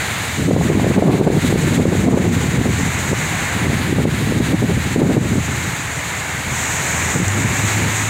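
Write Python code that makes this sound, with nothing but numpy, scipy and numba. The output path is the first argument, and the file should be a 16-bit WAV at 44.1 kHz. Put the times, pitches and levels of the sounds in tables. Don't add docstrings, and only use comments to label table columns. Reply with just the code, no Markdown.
import sys
import numpy as np
from scipy import signal
from scipy.fft import rfft, irfft
from scipy.io import wavfile
from scipy.ndimage import uniform_filter1d
from numba import njit

SR = 44100
rng = np.random.default_rng(int(sys.argv[2]) if len(sys.argv) > 2 else 0)


def to_wav(s):
    ch = np.atleast_2d(s).T
    pcm = np.round(np.clip(ch, -1, 1) * 32767)
    wavfile.write(sys.argv[1], SR, pcm.astype(np.int16))


N = 356769
TIME = np.arange(N) / SR
FREQS = np.maximum(np.arange(N // 2 + 1) * SR / N, 1)

# time in seconds, wind strength in dB.
BREEZE = [(0, -34.5), (.33, -35), (.43, -16.5), (1.1, -13), (1.65, -15.5), (2.35, -18), (2.5, -27),
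          (3.0, -28.5), (3.45, -29.5), (3.85, -23.5), (4.85, -24.5), (5.3, -25), (5.75, -35.5),
          (6.35, -39.5), (7.0, -31), (7.35, -26.5), (8.09, -31)]
# start in seconds, hold in seconds, wind strength in dB.
GUSTS = [(0.494, .08, -12.5), (0.683, 0.098, -15.5), (0.84, .09, -11), (0.988, 0.16, -3),
         (1.2, 0.098, -4.5), (1.336, 0.044, -9.5), (1.48, 0.052, -16), (1.716, 0.14, -9),
         (1.916, .04, -8.5), (2.072, 0.16, -6), (2.263, 0.091, -15), (2.427, 0.026, -18),
         (2.556, 0.019, -11), (2.658, 0.043, -14), (2.813, .04, -22), (3.1, 0.029, -19),
         (3.603, 0.13, -19.5), (3.918, 0.17, -15), (4.217, 0.022, -19.5), (4.313, 0.1, -18),
         (4.515, 0.039, -11), (4.641, 0.09, -13), (4.998, 0.051, -8), (5.097, 0.091, -9.5),
         (5.24, .14, -17), (5.536, 0.037, -28), (5.643, 0.02, -28.5), (6.47, 0.041, -29.5),
         (7.153, 0.071, -22), (7.413, 0.04, -18), (7.59, 0.033, -23.5), (7.802, 0.044, -20.5)]
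# time in seconds, relative level in dB, centre frequency in Hz.
SLAPS = [(.512, 0, 460), (.564, 4, 415), (.613, -6, 550), (0.702, 3.5, 334), (0.754, 0, 280),
         (.798, -6, 580), (.846, 3, 413), (.868, -0.5, 403), (1.025, 9, 423), (1.213, 10, 340),
         (1.275, 10, 394), (1.303, 6, 343), (1.527, 2, 365), (1.559, 3, 334), (1.856, 5, 357),
         (1.953, -3, 350), (2.087, 0, 500), (2.175, 5.5, 363), (2.615, 0, 239), (2.656, -8, 496),
         (2.834, -6, 165), (3.132, -3, 370), (3.669, -5, 256), (3.928, -1, 279), (3.986, -2, 414),
         (4.055, 1, 364), (4.323, -6, 336), (4.405, -2, 276), (4.629, -4, 410), (4.962, 2, 320),
         (5.019, 7, 268), (5.169, 2, 330), (5.357, -7, 275), (6.35, -18, 128), (6.474, -14.5, 150),
         (7.202, -5.5, 265)]
# time in seconds, level in dB, spray offset in dB, both before the trims.
SURF_SWELL = [(0, -24, -6), (.36, -27, -6), (.47, -29.5, -5), (.9, -23, -7.5), (1.45, -24, -4),
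              (1.7, -24, -6), (2.2, -25.5, -7.5), (2.95, -25, -9), (3.5, -23, -10), (4.2, -27, -5.5),
              (4.9, -27, -7), (5.5, -26.5, -8.5), (6.4, -26.5, -8.5), (6.95, -21.5, -11),
              (7.28, -24, -10.5), (7.7, -20.5, -9.5), (8.09, -24, -8.5)]
# time in seconds, relative level in dB.
HISS_LEVELS = [(0, -32), (.47, -32.5), (1.2, -29.5), (1.7, -28.5), (2.6, -31), (3.02, -29), (3.4, -29.5),
               (3.85, -34.5), (5.1, -33), (5.45, -31), (6.48, -31.5), (6.56, -25.5), (7.12, -24),
               (7.25, -27.5), (7.7, -23), (7.84, -27), (8.0, -24.5)]
# time in seconds, pitch in Hz, relative level in dB.
DRONE = [(6.8, 82, -34), (7.05, 84.4, -23), (7.22, 93.9, -37), (7.28, 100, -16.5), (7.53, 104.1, -22),
         (7.7, 104.9, -24.5), (7.92, 105.1, -18), (8.09, 104.7, -24)]
# time in seconds, relative level in dB.
TICKS = [(2.99, -29), (6.657, -22), (7.282, -18)]
# frequency in Hz, relative gain in dB.
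WIND_EQ = [(20, -30), (35, -45), (50, -15), (70, -6.5), (105, -0.5), (165, 1), (280, -4), (420, -10.5),
           (600, -18), (900, -25), (1400, -36.5), (2500, -54)]
WASH_EQ = [(100, -27), (300, -3), (550, -5), (850, -1), (1200, -3), (1750, 1), (2200, 1.5), (2700, -6.5),
           (3200, -17), (4500, -37.5)]
SPRAY_EQ = [(1800, -24), (2700, 0.5), (3300, -0.5), (3850, 1.5), (4500, -3.5), (5300, -11.5), (6500, -14.5),
            (9200, -6), (10500, -13), (14500, -15), (16000, -21)]
HISS_EQ = [(4500, -23), (5500, -12), (6200, -3.5), (6800, 1.5), (7500, -0.5), (8400, -6), (9400, -23),
           (11000, -24.5), (14500, -20), (16000, -27)]


def buffeting(rumble_db, wind_db, churn_db=3.5, trim_db=-2.0, brighten=0.3):
    pressure = noise_spectrum(WIND_EQ, (40, 160))
    churn = wander(rate=52)
    out = 0
    for hz in 100 * 2. ** np.arange(-2, 5):
        small = np.clip(np.log2(hz / 100) / 1.12, 0, 1)
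        fine = np.clip(np.log2(hz / 300), 0, 1.5)
        db = (1 - small) * rumble_db + small * (wind_db + trim_db)
        db += fine * brighten * (wind_db + 9.0)
        burst_db = churn_db * (0.62 + 0.74 * small) * (hz > 70)
        band = octave(pressure, hz)
        eddies = steady(band * undb(burst_db * churn))
        out = out + undb(db) * band.std() * eddies
    return out


def wind_level(attack_s=0.031, release_s=0.025):
    breeze_db, = curves(BREEZE)
    power = undb(breeze_db) ** 2
    for start, hold, db in GUSTS:
        early = np.maximum(start - TIME, 0) / attack_s
        late = np.maximum(TIME - start - hold, 0) / release_s
        power += undb(db) ** 2 * np.exp(-2 * (early + late))
    return 10 * np.log10(power)


def rumble_level(wind_db, lag_s=0.033, base_db=-19, base_wind_db=-20, slope=0.59, limit_db=-13.5):
    trailing_db = np.interp(TIME - lag_s, TIME, wind_db)
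    return np.minimum(base_db + slope * (trailing_db - base_wind_db), limit_db)


def slaps(trim_db=1.0, width_cycles=0.5, tear_s=0.0053, tear_band_hz=(450, 850)):
    bandpass = signal.butter(2, tear_band_hz, "band", fs=SR, output="sos")
    tear = signal.sosfilt(bandpass, rng.standard_normal(N))
    tear /= tear.std()
    out = np.zeros(N)
    for s, db, hz in SLAPS:
        near = np.abs(TIME - s) < .03
        t = TIME[near] - s
        dip = -np.cos(2 * np.pi * hz * t) * np.exp(-(hz * t / width_cycles) ** 2)
        tear_db = db - 18.5 + 10 * np.log2(hz / 400)
        out[near] += undb(db + trim_db) * dip
        out[near] += undb(tear_db) * tear[near] * np.exp(-(t / tear_s) ** 2)
    return out


def surf(wash_trim_db=-1.5, spray_trim_db=-2.0, wash_flicker_db=0.41, spray_flicker_db=0.68):
    swell_db, spray_offset_db = curves(SURF_SWELL)
    wash = irfft(noise_spectrum(WASH_EQ, (1100, 2600)), N)
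    spray = irfft(noise_spectrum(SPRAY_EQ, (3000, 5000)), N)
    wash *= undb(wash_trim_db + wash_flicker_db * wander(rate=30))
    spray *= undb(spray_offset_db + spray_trim_db + spray_flicker_db * wander(rate=60))
    return undb(swell_db) * (wash + spray)


def air_hiss(trim_db=-2.0, flicker_db=0.7):
    hiss_db, = curves(HISS_LEVELS)
    hiss = irfft(noise_spectrum(HISS_EQ, (6000, 8500)), N)
    return hiss * undb(hiss_db + trim_db + flicker_db * wander(rate=40))


def drone(hz, level_db, trim_db=-2.5, waver=.008, flutter_db=2.2):
    phase = 2 * np.pi * np.cumsum(hz * (1 + waver * wander(rate=18))) / SR
    return np.sqrt(2) * np.sin(phase) * undb(level_db + trim_db + flutter_db * wander(rate=11))


def ticks(tick_s=0.0021):
    grain = irfft(noise_spectrum(HISS_EQ, (6000, 8500)), N)
    return grain * sum(undb(db) * np.exp(-((TIME - s) / tick_s) ** 2) for s, db in TICKS)


def undb(db):
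    return 10 ** (np.asarray(db) / 20)


def curves(table):
    times, *columns = np.transpose(table)
    return [np.interp(TIME, times, column) for column in columns]


def wander(rate):
    step = max(int(SR / rate), 2)
    held = np.repeat(rng.standard_normal(N // step + 2), step)
    shifted = held[rng.integers(step):][:N]
    smooth = uniform_filter1d(uniform_filter1d(shifted, step), step // 2)
    return smooth / smooth.std()


def noise_spectrum(eq, band_hz):
    hz, db = np.transpose(eq)
    gain = undb(np.interp(np.log(FREQS), np.log(hz), db))
    inside = (FREQS > band_hz[0]) & (FREQS < band_hz[1])
    return rfft(rng.standard_normal(N)) * gain / np.sqrt(np.mean((gain * inside) ** 2))


def octave(spectrum, hz):
    return irfft(spectrum * np.clip(1 - np.abs(np.log2(FREQS / hz)), 0, 1), N)


def steady(x, window_s=.09):
    window = int(window_s * SR)
    power = uniform_filter1d(uniform_filter1d(x * x, window), window)
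    return x / np.sqrt(power + 1e-12)


@njit
def follow(x, attack, release):
    out, level = np.empty(len(x)), 0.
    for i in range(len(x)):
        level += (abs(x[i]) - level) * (attack if abs(x[i]) > level else release)
        out[i] = level
    return out


def scene(drone_share=0.22):
    wind_db = wind_level()
    rumble_db = rumble_level(wind_db)
    drone_hz, drone_db = curves(DRONE)
    rumble_share = 1 - drone_share * undb(drone_db - rumble_db) ** 2
    rumble_db += 10 * np.log10(np.clip(rumble_share, .3, 1))
    wind = buffeting(rumble_db, wind_db) + slaps()
    flutter_db = 0.63 * np.clip((wind_db + 35) / 15, 0, 2) * wander(rate=55)
    rush = (surf() + air_hiss()) * undb(flutter_db)
    return (wind + rush + ticks() + drone(drone_hz, drone_db))[None]


def record(dry, threshold_db=-11.0, knee=4, squeeze=0.73, attack_s=0.00043, release_s=0.042,
           ahead_s=0.01, ease_s=0.0068, makeup_db=1.29, ceiling=1.9, top_hz=15750):
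    envelope = follow(dry[0], 1 / (attack_s * SR), 1 / (release_s * SR))
    coming = np.interp(TIME + ahead_s, TIME, envelope)
    gain = (1 + (coming / undb(threshold_db)) ** knee) ** (-squeeze / knee)
    pole = np.exp(-1 / (ease_s * SR))
    eased_gain = signal.filtfilt([1 - pole], [1, -pole], gain)
    rounded = ceiling * np.tanh(dry * eased_gain * undb(makeup_db) / ceiling)
    lowpass = signal.ellip(10, .2, 80, top_hz, fs=SR, output="sos")
    return signal.sosfilt(lowpass, rounded)


dry = scene()
out = record(dry)
to_wav(out)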